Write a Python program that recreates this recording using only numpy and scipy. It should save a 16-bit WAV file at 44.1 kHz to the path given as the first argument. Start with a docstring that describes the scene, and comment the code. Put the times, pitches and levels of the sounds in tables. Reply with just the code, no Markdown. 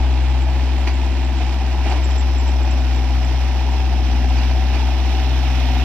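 """First comes the hum and knock of a road roller's four-cylinder diesel, some way below the listener.
The exhaust hums each time a cylinder fires, the engine block knocks unevenly and the cover sings along.
Fan and valves hiss and clatter, louder as the roller nears, and its drum rumbles over the dirt road.
Soon insects chirp thinly in the verge, and stones crack and crunch under the drum."""
import sys
import numpy as np
from scipy import signal
from scipy.fft import rfft, irfft
from scipy.io import wavfile

SR = 44100
rng = np.random.default_rng(int(sys.argv[2]) if len(sys.argv) > 2 else 0)


def put_to_file(sound):
    """Save the sound as 16-bit audio at rate SR, in the file named by the first command-line argument."""
    columns = np.atleast_2d(sound).T  # one column per channel
    safe = np.clip(columns, -1, 1)
    whole_steps = np.round(safe * 32767)
    wavfile.write(sys.argv[1], SR, whole_steps.astype(np.int16))


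N = 257544
TIME, FREQS = np.arange(N) / SR, np.fft.rfftfreq(N, 1 / SR)


def amp(db):
    """Turns decibels into a number to multiply by."""
    return 10 ** (np.asarray(db) / 20)

def unit(x):
    """Scales a signal to an average strength (rms) of 1."""
    return x / np.sqrt(np.mean(x ** 2) + 1e-20)

def over_time(points):
    """Joins a table's points into one value for every sample."""
    return np.interp(TIME, *np.transpose(points))

def over_freq(points):
    """Joins a table's points into one value for every frequency."""
    hz, value = np.transpose(points)
    return np.interp(np.log(FREQS + 1), np.log(hz + 1), value)

def peaks(modes):
    """The tone colour, in dB, of something that rings at a few pitches."""
    humps = (amp(db) / (1 + ((FREQS - hz) / width * 4 / 3) ** 2) for hz, width, db in modes)
    return 20 * np.log10(sum(humps))

def drift(hz):
    """A smooth random wobble, up to about this many times a second."""
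    return unit(irfft(rfft(rng.standard_normal(N)) * np.exp(-(FREQS / hz) ** 2), N))

# how much louder the left side is than the right: f/Hz, level/dB
LEFT_LOUDER = [(60, 3), (110, 2.5), (250, 0.8), (700, -0.3), (1350, 1), (1900, -1.5), (2500, -11),
               (3600, -12), (5800, -10), (7000, -1), (8500, 1.5), (11000, -3.5), (13000, -10), (15200, 4)]
# how alike the two sides are: f/Hz, likeness/(0 to 1)
SIDES_ALIKE = [(100, 0.78), (850, 0.99), (1300, 0.83), (2500, 0.79), (4000, 0.8), (5200, 0.16),
               (7000, 0.56), (9000, .25), (15000, 0.15)]
# how far the left wave runs ahead of the right: f/Hz, phase/rad
LEFT_AHEAD = [(90, -.42), (200, -.15), (700, 0), (1150, .15), (1500, -.3), (2100, -.35), (3000, .7),
              (4400, 2.4), (5500, 2), (6200, 3.6), (8000, 4), (10000, 5.9), (12000, 6.2), (15000, 12)]

def stereo(direct, scattered, colour_db):
    """Colours a sound and spreads it over a left and a right microphone; their average has rms 1."""
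    direct, scattered = rfft(direct), rfft(scattered)
    alike, side_db = over_freq(SIDES_ALIKE), over_freq(LEFT_LOUDER)
    left = (alike * direct + np.sqrt(1 - alike ** 2) * scattered) * np.exp(1j * over_freq(LEFT_AHEAD))
    pair = irfft(np.array([left * amp(side_db / 2), direct * amp(-side_db / 2)]) * amp(colour_db), N)
    return pair / np.sqrt(np.mean(pair.mean(0) ** 2))

def noise(envelope, colour_db):
    """Coloured stereo noise that swells and fades with the envelope."""
    return stereo(*(rng.standard_normal((2, N)) * envelope), colour_db)

# heavy going for the drum (negative = easier): t/s, drop in firing rate/Hz, build-up/s, recovery/s
DRUM_LOADS = [(.8, -.62, .22, 1.05), (2.1, -.45, .25, .28), (3.05, 1.25, .3, .35), (4.14, 1.75, .17, .31),
              (5.85, 1.0, .18, .2)]

def slowdown():
    """Firings lost per second: a load slows the engine, then its speed governor brings it back."""
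    return sum(drop * np.exp(-((TIME - s) / np.where(TIME < s, build, recovery)) ** 2)
               for s, drop, build, recovery in DRUM_LOADS)

# the exhaust's main hum: t/s, level/dB
HUM_LEVEL = [(0.05, -14), (0.14, -15), (1.45, -17.5), (2.27, -15), (3.65, -16.5), (4.34, -14.5),
             (5.07, -16), (5.75, -15.5)]
# the tone an octave above the hum: t/s, level/dB
OCTAVE_LEVEL = [(0.05, -35), (0.59, -34.5), (1.07, -53), (1.2, -41), (1.88, -39), (2.2, -45.5),
                (3.35, -33.5), (3.5, -40.5), (4.55, -36), (5.08, -42.5), (5.32, -33.5), (5.78, -32.5)]
# other exhaust tones (quarter steps come from unequal cylinders): pitch/firing rate, level/dB
EXHAUST_TONES = [(.75, -43.5), (1.25, -42), (1.5, -45), (2.75, -54.5), (3, -44), (3.25, -50), (3.5, -61),
                 (3.75, -45), (4, -37.5), (4.25, -45), (5, -41.5), (5.25, -42), (6, -58), (6.25, -51.5),
                 (8.25, -55.5), (9, -49.5), (10, -48.5)]
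# boost or cut for the deep ones among them: t/s, level/dB
DEEP_BOOST = [(0, -4), (1.3, -0.5), (2.2, -3.5), (2.9, -.5), (3.6, -3.5), (4.1, 4), (5.0, -1.5),
              (5.84, 2.5)]

def exhaust(firings, octave_db=0.5, deep_below=4.5, high_db=-1.5, flutter=0.014, waver=0.22, sway=0.19):
    """The silencer leaves a nearly pure hum at the firing rate, with weak wavering tones around it."""
    hum = amp(over_time(HUM_LEVEL)) * np.cos(2 * np.pi * firings) * (1 + flutter * drift(8))
    hum += amp(over_time(OCTAVE_LEVEL) + octave_db) * np.cos(2 * np.pi * (2 * firings + rng.random()))
    deep_db = over_time(DEEP_BOOST)
    for multiple, db in EXHAUST_TONES:
        gain = amp(db + (deep_db if multiple < deep_below else high_db)) * (1 + waver * drift(2.3))
        hum += gain * np.cos(2 * np.pi * (multiple * firings + rng.random()) + sway * drift(2.1))
    soft_ends = signal.windows.tukey(N, .002)
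    pipe = rfft(np.sqrt(2) * soft_ends * hum)
    # both sides hear the same hum, the left a little louder and later
    side_db = over_freq(LEFT_LOUDER)
    left = amp(side_db / 2) * np.exp(1j * over_freq(LEFT_AHEAD))
    return irfft(pipe * np.array([left, amp(-side_db / 2)]), N)

# each cylinder's knock: delay/firing periods, level/dB
CYLINDER_KNOCKS = [(0.015, -1), (0.773, -5.5), (0.274, -2), (0.073, -1.5)]
# tone colour of the engine block: f/Hz, level/dB
BLOCK_COLOUR = [(150, -46), (230, 2.5), (340, 5), (420, 2.5), (490, -11.5), (570, -15), (660, 2.5),
                (770, -14), (845, 7), (1000, 4.5), (1150, -29), (1600, -15), (3000, -56)]
# where the engine cover rings: f/Hz, width/Hz, level/dB
COVER_RINGS = [(712, 55, -3), (774, 50, 0)]

def knocks(firings, ring_s=0.012, rise_s=0.0005, rough=0.98, jitter=0.023, uneven_db=1.4, pull_db=0.12):
    """Each cylinder rings block and cover, never twice the same, and harder as the engine speeds up."""
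    t, shaking = np.arange(1024) / SR, np.zeros(N)
    ring = np.exp(-t / ring_s) * (1 - np.exp(-t / rise_s))
    cycles = np.arange(0, firings[-1], len(CYLINDER_KNOCKS))
    for k, (delay, db) in enumerate(CYLINDER_KNOCKS):
        late, size = rng.standard_normal((len(cycles), 2)).T
        at = np.searchsorted(firings, cycles + k + delay + jitter * late)
        blows = np.bincount(at, amp(db + uneven_db * size), N + 1)[:N]
        repeating = signal.oaconvolve(blows, ring * rng.standard_normal(len(t)))[:N]
        rattle = signal.oaconvolve(blows, ring)[:N] * rng.standard_normal(N)
        shaking += np.sqrt(1 - rough ** 2) * repeating + rough * rattle
    shaking, scattered = unit(shaking), rng.standard_normal(N)
    speed_gain = np.maximum(-np.gradient(slowdown()) * SR, 0)  # Hz per second
    block = amp(-38 - 0.26 * TIME) * stereo(shaking, scattered, over_freq(BLOCK_COLOUR))
    cover = amp(-53 + 2.5 * TIME) * stereo(shaking, scattered, peaks(COVER_RINGS))
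    return amp(pull_db * speed_gain) * (block + cover)

# the cover's notes: pitch/firing rate, starting level/dB, change/(dB per s)
COVER_NOTES = [(12, -50, 1.6), (13, -45, -.9)]

def cover_song(firings, throb=0.48):
    """The cover sings along with the engine tones nearest its own pitch, throbbing unevenly."""
    song = np.zeros(N)
    for multiple, db, db_per_s in COVER_NOTES:
        gain = amp(db + db_per_s * TIME) * (1 + throb * drift(19))
        song += gain * np.cos(2 * np.pi * (multiple * firings + rng.random()))
    return np.sqrt(2) * song

# tone colour of fan and valves: f/Hz, level/dB
CLATTER_COLOUR = [(500, -4), (1200, -3.5), (1900, -1), (2150, -2), (2500, -1), (3200, -5.5), (4000, -7.5),
                  (5750, -13), (6500, -15), (7600, -19), (8600, -30), (10300, -30), (11800, -27.5),
                  (15500, -52)]
# rasp of the fan blades: f/Hz, width/Hz, level/dB
BLADE_RASP = [(2740, 700, 3.5), (3620, 530, -1)]
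# air sizzling through the grille: f/Hz, width/Hz, level/dB
GRILLE_SIZZLE = [(5180, 260, 0), (5730, 300, -1)]
# fizz of the fuel injectors: f/Hz, level/dB
INJECTOR_FIZZ = [(7500, -35), (9000, -17), (10500, -8), (11100, 1), (12200, -1), (13500, 0), (15500, -15)]
# how sizzle and fizz rise and fall: t/s, level/dB
TREBLE_SWELL = [(0, -15), (1.5, -6.5), (2.3, 0), (3.2, -2.5), (4.2, -0.5), (5.84, -0.5)]

def fan_and_valves(firings, near_s=1.4, tick_db=5):
    """The fan hisses and the valves tick, pulsing with the engine and growing as the roller nears."""
    beat = np.cos(2 * np.pi * (firings - .65))
    cycle = np.cos(2 * np.pi * (firings / len(CYLINDER_KNOCKS) - .8))  # once per four firings
    pulsing = amp(-0.6 * beat + 0.52 * cycle + 0.8 * drift(250) + 0.52 * drift(10))
    nearness, treble_db = np.exp((TIME - TIME[-1]) / near_s), over_time(TREBLE_SWELL)
    clatter = amp(-36 + 3 * nearness) * noise(pulsing, over_freq(CLATTER_COLOUR))
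    rasp = amp(-38) * nearness * noise(pulsing, peaks(BLADE_RASP))
    sizzle = amp(-48 + treble_db) * noise(pulsing, peaks(GRILLE_SIZZLE))
    ticking = pulsing * amp(tick_db * beat)
    fizz = amp(-65 + 7 * nearness + 0.73 * treble_db) * noise(ticking, over_freq(INJECTOR_FIZZ))
    return clatter + rasp + sizzle + fizz

# tone colour of drum and tyres: f/Hz, level/dB
RUMBLE_COLOUR = [(15, -20), (35, 1), (50, 6.5), (75, 4.5), (95, 3.5), (118, 1), (155, -6), (210, -2),
                 (290, -7), (380, -6), (490, -14), (750, -1), (1150, -15.5), (2500, -42)]

def rolling(level_db=-34, lumpy_db=1.0):
    """Drum and tyres rumble over the lumpy ground."""
    return amp(level_db) * noise(amp(lumpy_db * drift(38)), over_freq(RUMBLE_COLOUR))

# the nearest insects' chirps: t/s, level/dB, number of pulses
NEAR_CHIRPS = [(.943, -49, 2), (1.25, -47, 1), (1.903, -44, 1), (2.045, -39, 2), (2.108, -44.5, 2),
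               (2.185, -39.5, 3), (2.386, -42, 3), (2.48, -44.5, 2), (2.634, -46, 1), (2.713, -41.5, 1),
               (2.966, -51, 1), (3.252, -45, 1), (4.294, -50, 1)]

def insects(pitch_hz=7520, wobble_hz=100, spread_hz=260, pulse_s=0.0029, gap_s=0.013, faint_count=14):
    """Insects chirp in one to three short pulses, some near, some faint, over a fading far chorus."""
    envelope = np.zeros(N)
    faint = [(.4 + 4.2 * when, -56.5 + 4 * size, 1 + length)
             for when, size, length in rng.random((faint_count, 3))]
    for s, db, pulses in NEAR_CHIRPS + faint:
        for k in range(round(pulses)):  # each pulse is 2 dB softer than the last
            envelope += amp(db + 1 - 2 * k) * np.exp(-.5 * ((TIME - s - k * gap_s) / pulse_s) ** 2)
    phase = 2 * np.pi * np.cumsum(pitch_hz + wobble_hz * drift(340)) / SR
    chirps = np.sqrt(2) * envelope * np.sin(phase) * amp([[-.7], [.7]])  # a little to the right
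    band = np.exp(-.5 * ((FREQS - pitch_hz) / spread_hz) ** 2)
    hiss = irfft(rfft(rng.standard_normal((2, N))) * band, N)
    chorus = unit(hiss * amp(3.6 * drift(34)))
    return chirps + amp(-60 - 2 * TIME) * chorus

# stones under the drum: t/s, level/dB, rise/s, decay/s, hardness/(0 crunch to 1 crack)
STONE_BREAKS = [(0.874, -19, 0.0017, 0.021, 0.54), (1.412, -27, 0.012, 0.021, 0.028),
                (1.872, -25, 0.031, 0.05, 0.029), (1.918, -22.5, 0.0079, 0.024, 0.2),
                (1.968, -30, 0.01, .018, 0), (4.385, -32, 0.011, 0.044, 0.94),
                (4.515, -31, .004, 0.012, 0.8), (4.757, -23.5, 0.025, 0.025, 0.27)]
# tone colour of crunching gravel: f/Hz, level/dB
CRUNCH_COLOUR = [(40, -36), (170, -9), (320, 8), (500, -9.5), (740, 6), (1050, -7), (1500, -14.5),
                 (2400, -7.5), (3600, -18.5), (5000, -23), (7000, -27), (15000, -54)]
# where a cracking stone rings: f/Hz, width/Hz, level/dB
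CRACK_RINGS = [(934, 190, 7), (1500, 79, 1), (1900, 130, 2), (2420, 400, 2), (4130, 110, -3),
               (4700, 140, 1), (6000, 320, -8), (9900, 8100, -32)]

def stones(grit_db=0.5):
    """A stone gives way in a gritty burst; hard ones crack and ring, loose ones crunch."""
    out, grit = np.zeros((2, N)), amp(grit_db * drift(400))
    crunch, crack = noise(grit, over_freq(CRUNCH_COLOUR)), noise(grit, peaks(CRACK_RINGS))
    for s, db, rise, decay, hard in STONE_BREAKS:
        burst = np.exp(np.minimum((TIME - s) / rise, (s - TIME) / decay))
        out += amp(db) * burst * ((1 - hard) * crunch + hard * crack)
    return out

def scene(firing_hz=63.95):
    """One running count of firings keeps the engine sounds in step; ground and insects join them."""
    firings = np.cumsum(firing_hz - slowdown()) / SR
    engine = exhaust(firings) + knocks(firings) + cover_song(firings) + fan_and_valves(firings)
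    return engine + rolling() + stones() + insects()

def record(dry, top_hz=15750):
    """Cuts away the very highest treble."""
    low_pass = signal.firwin(801, top_hz, window=("kaiser", 9), fs=SR)
    return signal.oaconvolve(dry, low_pass[None], "same")


dry = scene()
out = record(dry)
put_to_file(out)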